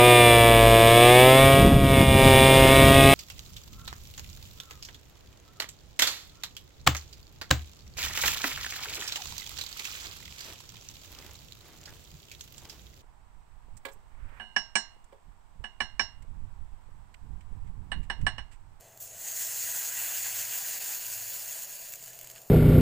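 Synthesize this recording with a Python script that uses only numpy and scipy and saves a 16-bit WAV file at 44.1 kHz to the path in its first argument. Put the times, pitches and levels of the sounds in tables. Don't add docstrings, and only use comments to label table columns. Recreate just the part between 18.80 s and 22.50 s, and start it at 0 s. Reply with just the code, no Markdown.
import sys
import numpy as np
from scipy import signal
from scipy.fft import rfft, irfft
from scipy.io import wavfile
from scipy.ndimage import uniform_filter1d

SR = 44100
rng = np.random.default_rng(int(sys.argv[2]) if len(sys.argv) > 2 else 0)


def boost_factor(decibels):
    exponent = np.asarray(decibels, float) / 20
    return 10 ** exponent


def transcribe(signal):
    frames = np.atleast_2d(signal).T
    limited = np.clip(frames, -1, 1)
    pcm = np.round(limited * 32767).astype(np.int16)
    wavfile.write(sys.argv[1], SR, pcm)


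N = 163170


def walk(rate_hz):
    hold = int(SR / rate_hz)
    steps = np.repeat(rng.standard_normal(N // hold + 1), hold)
    return 0.64 * uniform_filter1d(uniform_filter1d(steps, hold), hold)[:N]


def unit(x):
    return x / np.sqrt(np.mean(x ** 2))


def swell(t, centre_s, length_s):
    return np.exp(-2 * ((t - centre_s) / length_s) ** 2)


def colour(x, spectrum, rings=()):
    size = 4096
    f = np.maximum(np.arange(size // 2 + 1) * SR / size, 1.)
    hz, level_db = np.array(spectrum).T
    db = np.interp(np.log(f), np.log(hz), level_db)
    for ring_hz, width_hz, lift_db in rings:
        db = db + lift_db / (1 + (2 * (f - ring_hz) / width_hz) ** 2)
    cepstrum = irfft(np.log(boost_factor(db)))
    fold = np.r_[1, 2 * np.ones(size // 2 - 1), 1, np.zeros(size // 2 - 1)]
    h = irfft(np.exp(rfft(cepstrum * fold)))
    return signal.fftconvolve(x, h / np.sqrt(np.sum(h ** 2)))[:N]


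# (frequency [Hz], density [dB per Hz])
ROAR = [(25, -6.5), (55, -18.5), (150, -10), (280, -20), (420, -11.5), (650, -6.5), (1100, -18),
        (4000, -33.5)]


def burner_roar(t):
    level_db = -59.5 + walk(6.6) - .5 * t
    humps = [(659.5, 38, 6.2), (594, 72, 0.67), (110, 20, 6.2)]  # Hz, width Hz, lift dB
    return boost_factor(level_db) * colour(rng.standard_normal(N), ROAR, humps)


# (time [s], frequency [Hz], length [s], level [dB])
DRONES = [(0, 100, .15, -64), (0.327, 100, 0.22, -66.5), (0.597, 100, 0.079, -71), (.8, 100, 0.23, -73),
          (1.486, 100.6, .3, -64), (1.9, 100, 0.13, -72), (2.398, 101.2, 0.22, -61),
          (2.692, 98, 0.046, -65), (0.157, 122.4, 0.36, -66.5), (0.577, 121, 0.085, -66),
          (.85, 118.9, 0.28, -68.5), (1.206, 118, 0.081, -65), (1.646, 120.5, 0.19, -68.5),
          (2.398, 120.2, 0.14, -65), (3.3, 126.2, 0.22, -67), (3.494, 118.7, 0.25, -64.5)]


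def motor_drones(t):
    out = np.zeros(N)
    for s, hz, length_s, db in DRONES:
        phase = 2 * np.pi * np.cumsum(hz * (1 + 0.014 * walk(24))) / SR
        out += boost_factor(db + 1.5) * swell(t, s, length_s) * np.sin(phase)
    return out


def mode(t, hz, width_hz, curve):
    pole = np.exp((2j * np.pi * hz - np.pi * width_hz) / SR)
    ring = signal.lfilter([1], [1, -pole], rng.standard_normal(N)).imag
    return unit(ring) * boost_factor(np.interp(t, *np.array(curve).T))


# (time [s], level [dB])
FLAME = [(0, -74), (.18, -67), (.3, -70), (.45, -65), (.6, -70), (1.0, -69), (1.5, -70), (1.8, -80),
         (3.7, -80)]


def flame_note(t):
    return mode(t, 665, 45, FLAME)


# (time [s], level [dB])
WALL = [(.3, -95), (.9, -75), (1.3, -72), (1.7, -69), (2.6, -69), (3.0, -74), (3.2, -88)]


def wall_mode(t):
    return mode(t, 986, 14, WALL)


# (time [s], peak level [dB], ring frequency [Hz])
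CRACKS = [(.1752, -50, 4300), (3.1375, -39, 2600), (3.138, -40, 4600), (3.1385, -43, 1700),
          (3.197, -43, 2900), (3.2209, -43, 3000), (3.239, -43, 4800), (3.2793, -39, 2900),
          (3.3317, -42, 3000), (3.3896, -42, 2400), (3.4135, -41, 3000), (3.4444, -45, 2100),
          (3.4725, -42, 3000), (3.4735, -46, 4400), (3.5, -41, 3100), (3.501, -42, 4700),
          (3.512, -46, 2000), (3.5535, -45, 3200), (3.5608, -39, 2800), (3.5612, -43, 4500),
          (3.568, -45, 1650), (3.577, -44, 2900), (3.581, -45, 3100)]


def cracks():
    t60_s = .01
    k = np.arange(int(2 * t60_s * SR)) / SR
    rings, clicks = np.zeros((2, N + len(k)))
    for s, db, hz in CRACKS:
        i = int(s * SR)
        decay = boost_factor(db - 4 - 60 * k / t60_s)
        rings[i:i + len(k)] += decay * np.sin(2 * np.pi * hz * k * (1 + 8 * k))
        clicks[i] = boost_factor(db + 4)
    return rings[:N] + colour(clicks[:N], [(700, -20), (1500, 0), (5000, 0), (7000, -15)])


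# (time [s], peak level [dB], airy share [dB], flurry length [ms])
SPITS = [(.0088, -40, -2, 1.5), (.1751, -33, 3, 1.3), (.2033, -33, 5, 2), (.216, -31, 5, 2),
         (.2243, -33, 4, 4), (2.822, -28, 0, 3), (2.836, -25, 2, .8), (2.895, -27, 2, 1),
         (2.958, -29, 2, 1), (3.103, -33, 3, 3), (3.123, -27, 2, 2), (3.1375, -23, -1, 1),
         (3.157, -31, 3, 4), (3.226, -33, 3, 3), (3.239, -31, 2, 3), (3.26, -32, 3, 2), (3.28, -28, 0, 1),
         (3.333, -32, -2, 1), (3.39, -26, 2, 1.5), (3.4127, -31, 2, 1.2), (3.4145, -32, 0, 1.2),
         (3.43, -34, 8, 1), (3.434, -32, 0, 1), (3.4452, -36, 0, 3), (3.4485, -34, 0, 1.5),
         (3.473, -31, 0, 2), (3.5003, -31, -5, 3), (3.511, -35, 2, 1.5), (3.5145, -33, 0, 4),
         (3.554, -32, 2, .4), (3.561, -35, -10, 2), (3.581, -39, -5, 2), (3.618, -35, 9, 1.5)]
# (frequency [Hz], density [dB per Hz])
CRACK = [(500, -28), (1200, -14), (2800, 4), (5000, -7), (6500, -40), (9000, 21)]


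def spits():
    low_db, after_db, gain_db = -7, -5, 2
    k = np.arange(int(0.016 * SR)) / SR
    drive = np.zeros((3, N + len(k)))
    for s, db, air_db, ms in SPITS:
        grain, chance = rng.standard_normal((2, len(k)))
        sparse = 0.21 + (chance > 1.7)
        spray = boost_factor(after_db) * np.clip(grain, -1.5, 1.5) * sparse * np.exp(-k * 1000 / ms)
        spray[0] = 1
        share = boost_factor(np.array([[low_db - air_db], [0], [air_db - 4.5]]))
        share = share / np.sqrt(np.mean(share ** 2))
        i = int(s * SR)
        drive[:, i:i + len(k)] += spray * boost_factor(db + gain_db) * share
    low, body, air = drive[:, :N]
    return colour(low, CRACK, RINGS) + colour(body, BODY, RINGS) + colour(air, AIR)


def bursts(rate_per_s, spread_db):
    hot, cool, cools_s, biggest = 0.71, .45, 2.9, 3.9
    chance, sign, size = rng.random((3, N))
    cooling = 1 / (1 + np.exp((cools_s - np.arange(N) / SR) / 0.49))
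    hiss = np.clip(hot + (cool - hot) * cooling, 0, 1)
    heights = boost_factor(np.minimum(-np.log(size + 1e-9), biggest) * spread_db)
    pops = (chance < rate_per_s / SR) * np.sign(sign - .5) * heights
    return np.sqrt(1 - hiss) * unit(pops) + np.sqrt(hiss) * rng.standard_normal(N)


def own_flutter():
    return 0.43 * (0.2 * walk(11) + walk(60))


# (time [s], gain [dB], length [s])
SWELLS = [
    (0.623, -1.5, .05),
    (1.0, -0.5, .06),
    (1.197, 0, .15),
    (1.457, 4, 0.026),
    (1.603, 0, .05),
    (2.13, -1, 0.086),
    (3.57, 5, 0.023),
]
# (frequency [Hz], density [dB per Hz])
GURGLE = [(400, -24.5), (700, -7.5), (1200, -13.5), (1550, -7), (2200, -8.5), (3000, -5.5), (4200, -8.5),
          (6000, -27.5)]
# (frequency [Hz], width [Hz], lift [dB])
SHALLOW = [(1960, 350, 3.5), (1630, 150, 2.5), (2700, 460, 0), (726, 180, -1.5)]
DEEP = [(887, 22, 5), (1090, 180, -5), (2360, 270, 3), (1990, 200, -4)]


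def gurgle(t, level_db, share_db, full):
    share_db = share_db + sum(db * swell(t, s, length_s) for s, db, length_s in SWELLS)
    bubbles = bursts(2000, 3) * boost_factor(level_db + share_db + own_flutter())
    shallow = colour(bubbles * (1 - full), GURGLE, RINGS + SHALLOW)
    return shallow + colour(bubbles * full, GURGLE, RINGS + DEEP)


# (time [s], level [dB], brightness [dB], bubble share [dB])
BOIL = [(0, -60, -13, -4), (.176, -62, -3, -6.5), (.197, -59, -3, -6), (.203, -49.5, 3, -28),
        (.235, -46, 1.5, -30), (.262, -48, -6, -22), (.32, -51, -12, -9.5), (.4, -45.5, -4, -11.5),
        (.48, -39, -6, -12), (.6, -37, -6, -14), (.9, -36, -6, -11.5), (1.2, -36.5, -2, -7),
        (1.6, -36.5, -4, -9.5), (2.1, -39, -3, -8.5), (2.5, -42, -1, -9.5), (2.8, -41.5, -3.5, -11),
        (3.0, -47, -3, -10), (3.2, -49, -3, -10), (3.55, -55, -9, -6.5), (3.7, -59, 3, -13)]
# (time [s], gain [dB], length [s])
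SURGES = [(0.543, -1.5, .02), (0.567, 2, 0.016), (.62, 2.5, 0.031), (0.683, -1.5, 0.022),
          (0.873, 0.5, 0.047), (0.958, 1.5, 0.032), (1.117, -2, 0.052), (1.212, 0.5, 0.052),
          (1.405, -1.5, 0.035), (1.454, 0.5, 0.013), (1.595, 2, 0.049), (1.668, -2, 0.065),
          (1.757, 0.5, 0.025), (1.835, -1.5, 0.027), (1.882, 1.5, .03), (1.995, -7, 0.009),
          (2.117, 2, 0.073), (2.193, -2, 0.015), (2.338, 2, 0.044), (2.41, -0.5, .03), (2.582, 1, 0.11),
          (2.67, -1.5, 0.034), (2.835, 1.5, 0.019), (2.86, -3.5, 0.035), (3.056, 1.5, 0.052),
          (3.132, 3.5, 0.014), (3.18, -2, 0.05), (3.25, 0.5, 0.036), (3.352, 0, 0.023), (3.572, 2, 0.024)]
# (frequency [Hz], density [dB per Hz])
BODY = [(500, -38.5), (1200, -27.5), (3500, -19), (5600, -14.5), (6300, -7), (7700, -3.5), (8600, -9.5),
        (11000, -14)]
AIR = [(5000, -33), (8500, -7.5), (10800, -9.5), (12000, -4), (13500, -6), (14600, 4), (15450, 5.5),
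       (16000, -5.5)]
# (frequency [Hz], width [Hz], lift [dB])
RINGS = [(1690, 180, 3.5), (1930, 240, 5), (2260, 200, -2.5), (2620, 300, 3.5), (3250, 140, -4),
         (3780, 300, -6.5), (4150, 250, 2), (5350, 200, 2), (5950, 200, -3), (6400, 300, 2), (6800, 300, 3),
         (7200, 400, 2.5), (8850, 300, -2), (985, 45, 3)]
FILLED = [(6880, 240, 3), (7600, 640, -4), (4630, 850, 5), (6230, 400, -5)]


def sizzle(t):
    times, *curves = np.array(BOIL).T
    level_db, bright_db, share_db = (np.interp(t, times, curve) for curve in curves)
    level_db = level_db + sum(db * swell(t, s, length_s) for s, db, length_s in SURGES)
    level_db = level_db + 0.089 * walk(30.8) + 0.47 * walk(80) + 0.92 * walk(250)
    full = 1 / (1 + np.exp((1.52 - t) / 0.46))
    fine = bursts(5000, 4.5)
    drive = fine * boost_factor(level_db + own_flutter())
    body = colour(drive * (1 - full), BODY, RINGS) + colour(drive * full, BODY, RINGS + FILLED)
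    spray = unit(fine + 0.69 * rng.standard_normal(N))
    air = colour(spray * boost_factor(level_db + bright_db + own_flutter()), AIR, [(15460, 60, 3)])
    return boost_factor(1.8) * body + boost_factor(3.0) * air + boost_factor(-0.96) * gurgle(t, level_db, share_db, full)


def patches(x):
    size, depth_db, patch_hz, patch_s = 256, 1.5, 500, .03
    z = signal.stft(x, nperseg=size)[2]
    field = rng.standard_normal(z.shape)
    for width, axis in ((patch_hz * size / SR, 0), (2 * patch_s * SR / size, 1)):
        width = max(int(width), 1)
        field = uniform_filter1d(uniform_filter1d(field, width, axis), width, axis)
    return signal.istft(z * boost_factor(depth_db * unit(field)), nperseg=size)[1][:N]


def walls(x):
    t60_s, wet_db = .12, -13
    k = np.arange(int(.2 * SR)) / SR
    h = rng.standard_normal(len(k)) * boost_factor(-60 * k / t60_s) * (k > .001)
    return x + boost_factor(wet_db) * signal.fftconvolve(x, h / np.sqrt(np.sum(h ** 2)))[:N]


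def scene():
    t = np.arange(N) / SR
    pan = walls(patches(sizzle(t)) + spits() + cracks())
    kitchen = burner_roar(t) + motor_drones(t) + flame_note(t) + wall_mode(t)
    mono = pan + kitchen
    return np.array([mono, mono])


def top_cut(x):
    return signal.sosfilt(signal.butter(12, 15740, fs=SR, output="sos"), x)


def record(dry):
    top_hz = 15500
    f = np.arange(N // 2 + 1) * SR / N
    cut = np.clip((top_hz + 60 - f) / 100, 0, 1) ** 2
    mix = irfft(rfft(dry) * cut, N)
    return top_cut(mix)


dry = scene()
out = record(dry)
transcribe(out)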